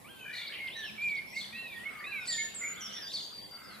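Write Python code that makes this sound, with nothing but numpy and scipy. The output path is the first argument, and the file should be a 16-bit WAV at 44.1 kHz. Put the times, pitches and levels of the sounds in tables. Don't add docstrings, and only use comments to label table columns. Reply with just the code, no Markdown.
import sys
import numpy as np
from scipy import signal
from scipy.fft import rfft, irfft, next_fast_len
from scipy.io import wavfile
from scipy.ndimage import uniform_filter1d, map_coordinates

SR = 44100
rng = np.random.default_rng(int(sys.argv[2]) if len(sys.argv) > 2 else 0)


def convert_level_to_amplitude(level_db):
    exponent = np.asarray(level_db, float) / 20
    return 10 ** exponent


def put_to_file(sound):
    columns = np.atleast_2d(sound).T
    safe = np.clip(columns, -1, 1)
    whole_steps = np.round(safe * 32767)
    wavfile.write(sys.argv[1], SR, whole_steps.astype(np.int16))


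N = 167580

# (frequency [Hz], density [dB per Hz])
RUMBLE_SPECTRUM = [(15, -67), (30, -19), (60, -13), (150, -4), (248, -5), (468, -7.5), (1100, -10.5),
                   (1430, -93)]
CHORUS_SPECTRUM = [(800, -100), (1100, -5), (3000, -2.5), (5400, -13), (7000, -28.5)]
HISS_SPECTRUM = [(3530, -62), (6500, -8.5), (8200, -5), (9800, -2.5), (11500, -5.5), (12300, -1),
                 (13000, -7), (15500, -10.5)]
# (frequency [Hz], correlation [-1..1])
STEREO_CORRELATION = [(30, 0.42), (120, 0.2), (300, -0.31), (600, 0.0028), (5000, 0.45), (14000, -0.24)]
# (time [s], level [dB])
DRONE_ENVELOPE = [(0, -67), (.8, -73), (.95, -53.5), (1.3, -67), (1.55, -56.5), (2, -68.5), (2.8, -58),
                  (3.3, -76), (3.8, -59.5)]
CHORUS_ENVELOPE = [(0.0, -56.5), (0.48, -52.5), (3.1, -51), (3.45, -57), (3.8, -52.5)]
# (delay [s], loss [dB], pan [dB])
WALL_SLAPS = [
    (0.029, -4.5, 4),
    (.058, -13, 2),
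    (.085, -15.5, -6),
]

# (time [s], pitch [Hz], level [dB])
FIRST_GULL = [(0.044, 1110, -54.5), (0.073, 1252, -55.5), (0.099, 1600, -56), (0.449, 1405, -58)]
# (time [s], length [s], edge pitch [Hz], top pitch [Hz], level [dB], skew [exponent])
GULL_ARCHES = [
    (1.523, .225, 1135, 1353, -46.5, 0.69),
    (2.04, .22, 1182, 1338, -45.5, 0.71),
]
# (first [dB], second [dB], third [dB])
GULL_PARTIALS = [(-3.5, 0, -25), (-55, 0, -10), (-41, 0, -9)]
# (time [s], length [s], level [dB], first resonance [Hz])
CAWS = [
    (1.78, 0.38, -56.5, 1250),
    (2.577, 0.51, -52.5, 1303),
    (3.501, 0.47, -56, 1286),
]
# (ratio to first [1], level [dB])
CAW_UPPER = [(1.18, 1), (1.6, 3)]

# (time [s], length [s], centre pitch [Hz], level [dB])
FLURRIES = [(0.316, 0.18, 4093, -48), (0.518, .09, 2594, -47.5), (0.785, 0.11, 3240, -57),
            (1.397, 0.4, 3690, -61), (2.302, 0.12, 3500, -50), (3.197, 0.16, 3630, -67),
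            (2.739, 0.26, 4200, -56)]

# (time [s], level [dB], start pitch [Hz])
TWITTERS = [
    (1.008, -56, 4600),
    (1.083, -53, 6300),
    (1.153, -52, 6400),
]
# (time [s], pitch [Hz])
TWITTER_CONTOUR = [(.014, 3050), (.024, 4350), (.034, 4900), (.048, 2600)]
# (time [s], start pitch [Hz], end pitch [Hz], level [dB])
FLICKS = [(.54, 2500, 4200, -50), (.527, 1700, 2400, -49), (.547, 2100, 3000, -48), (.556, 1900, 2800, -51),
          (.57, 2200, 3300, -48), (.582, 3300, 2800, -48), (.592, 1900, 2600, -45), (.598, 3200, 2700, -51),
          (.67, 2700, 5000, -49), (.677, 2400, 3400, -44), (.683, 3400, 2600, -45), (.699, 2200, 3500, -48),
          (.711, 2700, 3400, -49), (3.115, 4300, 2300, -50), (2.804, 6200, 6900, -53),
          (2.925, 6100, 6800, -54), (2.542, 5500, 7800, -54), (2.54, 11500, 8800, -57),
          (2.262, 6500, 7800, -58), (1.838, 2300, 2800, -53), (1.887, 2300, 2800, -51),
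          (3.21, 3800, 4600, -46), (3.302, 4400, 2800, -53), (3.352, 3200, 4400, -57)]

# (time [s], level [dB], pitch factor [1])
CHIRPS = [
    (.35, -46.5, 0.96),
    (1.371, -44.5, 0.96),
    (2.276, -40, 1.01),
    (3.128, -41, .99),
]
# (time [s], pitch [Hz], relative level [dB])
CHIRP_CONTOUR = [(0, 3700, -9), (.01, 4400, 3), (.03, 4600, -0.5), (.042, 3600, -2.5), (.065, 3700, -7),
                 (.08, 3000, -10)]
# (frequency [Hz], level [dB])
RASP_SPECTRUM = [(2500, -48), (3100, -28.5), (4700, 1.5), (5500, -12.5), (11500, -21.5)]

# (time [s], length [s],
# start pitch [Hz], end pitch [Hz], level [dB])
SEEPS = [
    (2.272, 0.197, 7880, 6935, -39),
    (2.547, 0.185, 7910, 6986, -40.5),
    (3.025, 0.06, 5100, 4750, -45.5),
]
BURRS = [
    (2.807, .075, 5950, 5480, -45.5),
    (2.932, 0.057, 5930, 5450, -46.5),
    (2.999, .03, 5600, 5280, -50),
]
FAINT_TONES = [(3.635, .135, 5200, 3800, -57), (1.265, .15, 5200, 6200, -59), (.84, .075, 5600, 5100, -56),
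               (.76, .06, 5950, 5850, -57), (1.318, .11, 7900, 7600, -63), (3.19, .08, 6400, 6700, -60),
               (3.065, .06, 6900, 7400, -62), (1.325, .04, 2300, 2800, -53), (1.985, .03, 4750, 4600, -57),
               (1.855, .03, 2800, 3100, -54), (1.755, .03, 3600, 3200, -52), (1.705, .035, 3500, 3900, -56),
               (2.07, .2, 1700, 1420, -54), (2.2, .06, 5500, 5000, -59), (2.955, .03, 3700, 3400, -49),
               (3.41, .02, 3100, 3500, -55), (3.435, .02, 3000, 3500, -55), (3.06, .04, 5900, 5400, -56),
               (1.01, .08, 7400, 7250, -61), (1.9, .2, 1300, 1120, -56), (1.92, .095, 2150, 2230, -49),
               (2.93, .14, 2050, 1550, -56), (.828, .03, 3200, 2950, -45)]
# (time [s], length [s], level [dB])
TRILL = [(3.127, 0.039, -43), (3.219, 0.067, -46), (3.322, 0.093, -48), (3.412, 0.0604, -48),
         (3.508, 0.068, -47.5)]
TRILL_PITCH = 4770, 4570

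# (time [s], pitch [Hz], level [dB])
FLUTED = [
    [(0.975, 2293, -42), (1.041, 2427, -34), (1.21, 2136, -38)],
    [(1.322, 1980, -49), (1.358, 2078, -49.5), (1.366, 2132, -37), (1.388, 2174, -36), (1.41, 2130, -44)],
    [(1.737, 1894, -49.5), (1.82, 1860, -46), (1.85, 2083, -50), (1.86, 2206, -38), (1.88, 2167, -39),
     (1.905, 2220, -44)],
]
# (time [s], length [s], start pitch [Hz], end pitch [Hz], level [dB])
HELD = [
    (0.597, 0.1, 2183, 2084, -41.5),
    (0.75, 0.12, 1840, 1710, -45),
    (1.525, 0.15, 1895, 1876, -52),
    (2.113, 0.092, 2500, 2135, -39.5),
    (2.278, .21, 1957, 1780, -45.5),
    (2.378, 0.053, 2133, 2202, -37),
]
PIPS = [
    (0.251, 0.19, 1597, 2116, -50.5),
    (0.493, 0.099, 1617, 2170, -54),
    (2.001, 0.059, 1758, 2172, -48),
    (2.612, 0.0706, 2057, 2340, -40.5),
    (3.065, 0.064, 3384, 3910, -49.5),
]
# (time [s], length [s], edge pitch [Hz], top pitch [Hz], level [dB])
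THRUSH_ARCH = (.7, .205, 2250, 3960, -47)
# (time [s], pitch [Hz], level [dB])
PURR = [(0.18, 2690, -55.5), (0.26, 2410, -45.5), (0.53, 2196, -46.5)]
# (time [s], length [s], centre pitch [Hz], level [dB])
WARBLE = (2.755, .235, 3230, -53)


def unit(x):
    return x / np.sqrt(np.mean(x ** 2) + 1e-20)


def along(points, hz):
    f, db = np.transpose(points)
    return np.interp(np.log(hz + 1), np.log(f), db, left=-120, right=-120)


def wobble(n, rate_hz):
    knots = rng.standard_normal(int(n / SR * 1000) + 9)
    return map_coordinates(knots, [np.arange(n) * rate_hz / SR])


def filtered(x, response):
    m = next_fast_len(x.shape[-1] + 8192)
    spectrum = rfft(x, m) * response(np.fft.rfftfreq(m, 1 / SR))
    return irfft(spectrum, m)[..., :x.shape[-1]]


def add(out, s, x, pan_db, wet_db):
    t60_s, onset_s = 0.71, 0.0026
    t = np.arange(SR // 2) / SR
    tail = rng.standard_normal((2, len(t))) * convert_level_to_amplitude(-60 * t / t60_s) * np.clip(t / onset_s, 0, 1)
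    both = signal.fftconvolve(x[None], convert_level_to_amplitude(wet_db) * tail / np.linalg.norm(tail[0]), axes=1)
    both[:, :len(x)] += x * convert_level_to_amplitude([[pan_db / 2], [-pan_db / 2]])
    part = out[:, round(s * SR):]
    part[:, :both.shape[1]] += both[:, :part.shape[1]]


def whistle(rows, partials_db, waver, flutter_db, edge_s):
    s, hz, db = np.transpose(rows)
    t = np.arange(s[0], s[-1], 1 / SR)
    pitch_hz = np.interp(t, s, hz) * (1 + waver * wobble(len(t), 396.9))
    phase = 2 * np.pi * np.cumsum(pitch_hz) / SR
    edge = np.clip(np.minimum(t - s[0], s[-1] - t) / edge_s, 0, 1)
    tone = sum(convert_level_to_amplitude(d) * np.sin((k + 1) * phase) for k, d in enumerate(partials_db))
    level_db = np.interp(t, s, db) + flutter_db * wobble(len(t), 87.4)
    return np.sqrt(2) * tone * edge * convert_level_to_amplitude(level_db)


def glide(s, length_s, from_hz, to_hz, db, bend=1):
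    u = np.linspace(0, 1, num=12)
    return np.transpose([s + u * length_s, to_hz + (from_hz - to_hz) * (1 - u) ** bend, db + 0 * u])


def arch(s, length_s, edge_hz, top_hz, db, skew):
    u = np.linspace(0, 1, num=24)
    hz = edge_hz + (top_hz - edge_hz) * np.sin(np.pi * u ** skew)
    return np.transpose([s + u * length_s, hz, np.full_like(u, db)])


def rush(spectrum, patchy_db):
    z = signal.stft(rng.standard_normal((2, N)), nperseg=512)[2]
    field = uniform_filter1d(rng.standard_normal(z.shape[1:]), size=5, axis=0)
    field = uniform_filter1d(field, size=12, axis=1)
    pair = signal.istft(z * convert_level_to_amplitude(patchy_db * unit(field)), nperseg=512)[1][:, :N]

    def mid_side(hz):
        correlation = np.interp(hz, *np.transpose(STEREO_CORRELATION))
        angle = np.arccos(np.clip(correlation, -1, 1)) / 2
        return convert_level_to_amplitude(along(spectrum, hz)) * [np.cos(angle), np.sin(angle)]

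    mid, side = filtered(pair, mid_side)
    return unit(np.array([mid + side, mid - side]))


def background():
    town_db, chorus_db, hiss_db, drone_hz = -56, -4.0, -61.5, 205.8
    t = np.arange(N) / SR
    drone_gain = convert_level_to_amplitude(np.interp(t, *np.transpose(DRONE_ENVELOPE)))
    chorus_gain = convert_level_to_amplitude(np.interp(t, *np.transpose(CHORUS_ENVELOPE)))
    drone = np.sin(2 * np.pi * np.cumsum(drone_hz + 12 * wobble(N, 25)) / SR)
    drone = drone * drone_gain * convert_level_to_amplitude(-2.0 + 2.97 * wobble(N, 14))
    town = (convert_level_to_amplitude(town_db) * rush(RUMBLE_SPECTRUM, 1.55) + drone) * convert_level_to_amplitude([[-1.2], [1.2]])
    chorus = chorus_gain * convert_level_to_amplitude(chorus_db) * rush(CHORUS_SPECTRUM, 3.9)
    return town + chorus + convert_level_to_amplitude(hiss_db) * rush(HISS_SPECTRUM, 3.7)


def gulls(out):
    cries = [FIRST_GULL] + [arch(*row) for row in GULL_ARCHES]
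    for rows, partials_db in zip(cries, GULL_PARTIALS):
        add(out, rows[0][0], whistle(rows, partials_db, 0.0095, 2.7, 0.0025), -.8, -6.5)


def crow(out):
    pulse_hz, width_hz = 275.4, 150
    for s, length_s, db, first_hz in CAWS:
        t = np.arange(0, length_s, 1 / SR)
        rate_hz = pulse_hz * (1 - .12 * t / length_s + 0.044 * wobble(len(t), 150))
        cycles = np.cumsum(rate_hz) / SR
        source = np.exp(-8 * (cycles % 1)) * (1 + 1.17 * rng.standard_normal(len(t)))

        def throat(f):
            resonances = [(0.99, 0)] + CAW_UPPER
            return sum(convert_level_to_amplitude(d) * np.exp(-((f - r * first_hz) / width_hz) ** 2) for r, d in resonances)

        swell = np.sin(np.pi * (t / length_s) ** 0.59) * convert_level_to_amplitude(db + 2.8 * wobble(len(t), 25.2))
        add(out, s, unit(filtered(source, throat)) * swell, 1.5, -2.5)


def flock(out, count=16):
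    for s, length_s, hz, db in FLURRIES:
        for when, high, slide, size, long in rng.random((count, 5)):
            mid_hz = hz * (1.05 - .12 * when) * 2 ** (.45 * (high - .5))
            from_hz, to_hz = mid_hz * (1.2 - .35 * slide), mid_hz * (.85 + .35 * slide)
            rows = glide(0, .008 + .022 * long, from_hz, to_hz, db - 9 * size)
            add(out, s + when * length_s, whistle(rows, [0], .035, 2.5, .0015), 7 * (slide - .5), -1.5)


def finches(out):
    for s, db, start_hz in TWITTERS:
        rows = [(0.0063, start_hz, db)] + [(t, hz, db) for t, hz in TWITTER_CONTOUR]
        add(out, s, whistle(rows, [0], 0.0045, 2.2, 0.001), -.8, -7.5)
    for s, *row in FLICKS:
        add(out, s, whistle(glide(s, .009, *row), [0], .012, 1.5, .001), .8, -3)


def sparrows(out):
    rasp_db, rasp_lead_s, rasp_s = -7, 0.024, 0.15
    t = np.arange(0, rasp_s, 1 / SR)
    for s, db, pitch in CHIRPS:
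        for delay_s, loss_db, pan_db in [(0, 0, 1.0)] + WALL_SLAPS:
            rows = [(u, hz * pitch, db + d + loss_db) for u, hz, d in CHIRP_CONTOUR]
            add(out, s + delay_s, whistle(rows, [0, -26], 0.0306, 3, 0.001), pan_db, -3)
        noise = rng.standard_normal(len(t))
        rasp = unit(filtered(noise, lambda f: convert_level_to_amplitude(along(RASP_SPECTRUM, f / pitch))))
        swell = np.sin(np.pi * np.sqrt(t / rasp_s)) * convert_level_to_amplitude(db + rasp_db + 1.7 * wobble(len(t), 52))
        add(out, s - rasp_lead_s, rasp * swell, .8, -1.5)


def robin(out):
    for row in SEEPS:
        add(out, row[0], whistle(glide(*row, 3.8), [0], .005, 1.8, .002), -2.5, -8)
    for row in BURRS:
        add(out, row[0], whistle(glide(*row, 1.58), [0, -22], 0.0263, 3.3, 0.0031), -2.4, -2.5)
    for s, length_s, db in TRILL:
        rows = glide(s, length_s, *TRILL_PITCH, db)
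        add(out, s, whistle(rows, [0], 0.0083, 2.6, 0.0085), 2.5, -6.5)
    for row in FAINT_TONES:
        add(out, row[0], whistle(glide(*row), [0], 0.022, 0.88, 0.01), .8, -1.5)


def thrush_purr(out):
    purr_hz, purr_from_s = 58.04, 0.18
    tone = whistle(PURR, [2.5], 0.016, 0.52, 0.0067)
    t = np.arange(len(tone)) / SR + PURR[0][0] - purr_from_s
    pulsation = np.where(t > 0, np.cos(np.pi * purr_hz * t) ** 2, .7)
    add(out, PURR[0][0], tone * pulsation, 3.5, -7.5)


def thrush_warble(out):
    swing_hz, swing_s = 250, .088
    s, length_s, hz, db = WARBLE
    t = np.linspace(0, length_s, num=40)
    pitch_hz = hz + swing_hz * np.cos(2 * np.pi * (t - .033) / swing_s)
    rows = np.transpose([t, pitch_hz, db + 8 * t])
    add(out, s, whistle(rows, [0, -24, -20], 0.038, 1.2, 0.0078), 2.5, 1.5)


def thrush(out):
    held = [glide(*row, 2.5 if row[1] > .2 else 1) for row in HELD]
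    for rows in list(FLUTED) + held:
        add(out, rows[0][0], whistle(rows, [0], 0.014, 2.0, 0.0085), -3.5, -7.5)
    for delay_s, loss_db in [(0, 0), WALL_SLAPS[-1][:2]]:
        note = whistle(arch(*THRUSH_ARCH, .68), [0], 0.0273, 1.8, 0.0055)
        add(out, THRUSH_ARCH[0] + delay_s, convert_level_to_amplitude(loss_db) * note, .6, -3)
    thrush_purr(out)
    for row in PIPS:
        add(out, row[0], whistle(glide(*row), [0], 0.04, 3.0, 0.0072), -1.2, -3.5)
    thrush_warble(out)


def scene():
    out = background()
    for bird in (gulls, crow, flock, finches, sparrows, robin, thrush):
        bird(out)
    return out


def band_limit(x):
    return signal.sosfilt(signal.butter(12, 15650, fs=SR, output="sos"), x)


def record(dry):
    lag_s = 3e-5
    side = np.array([[1], [-1]])
    wet = filtered(dry, lambda hz: np.exp(1j * np.pi * hz * lag_s * side))
    return band_limit(wet)


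dry = scene()
out = record(dry)
put_to_file(out)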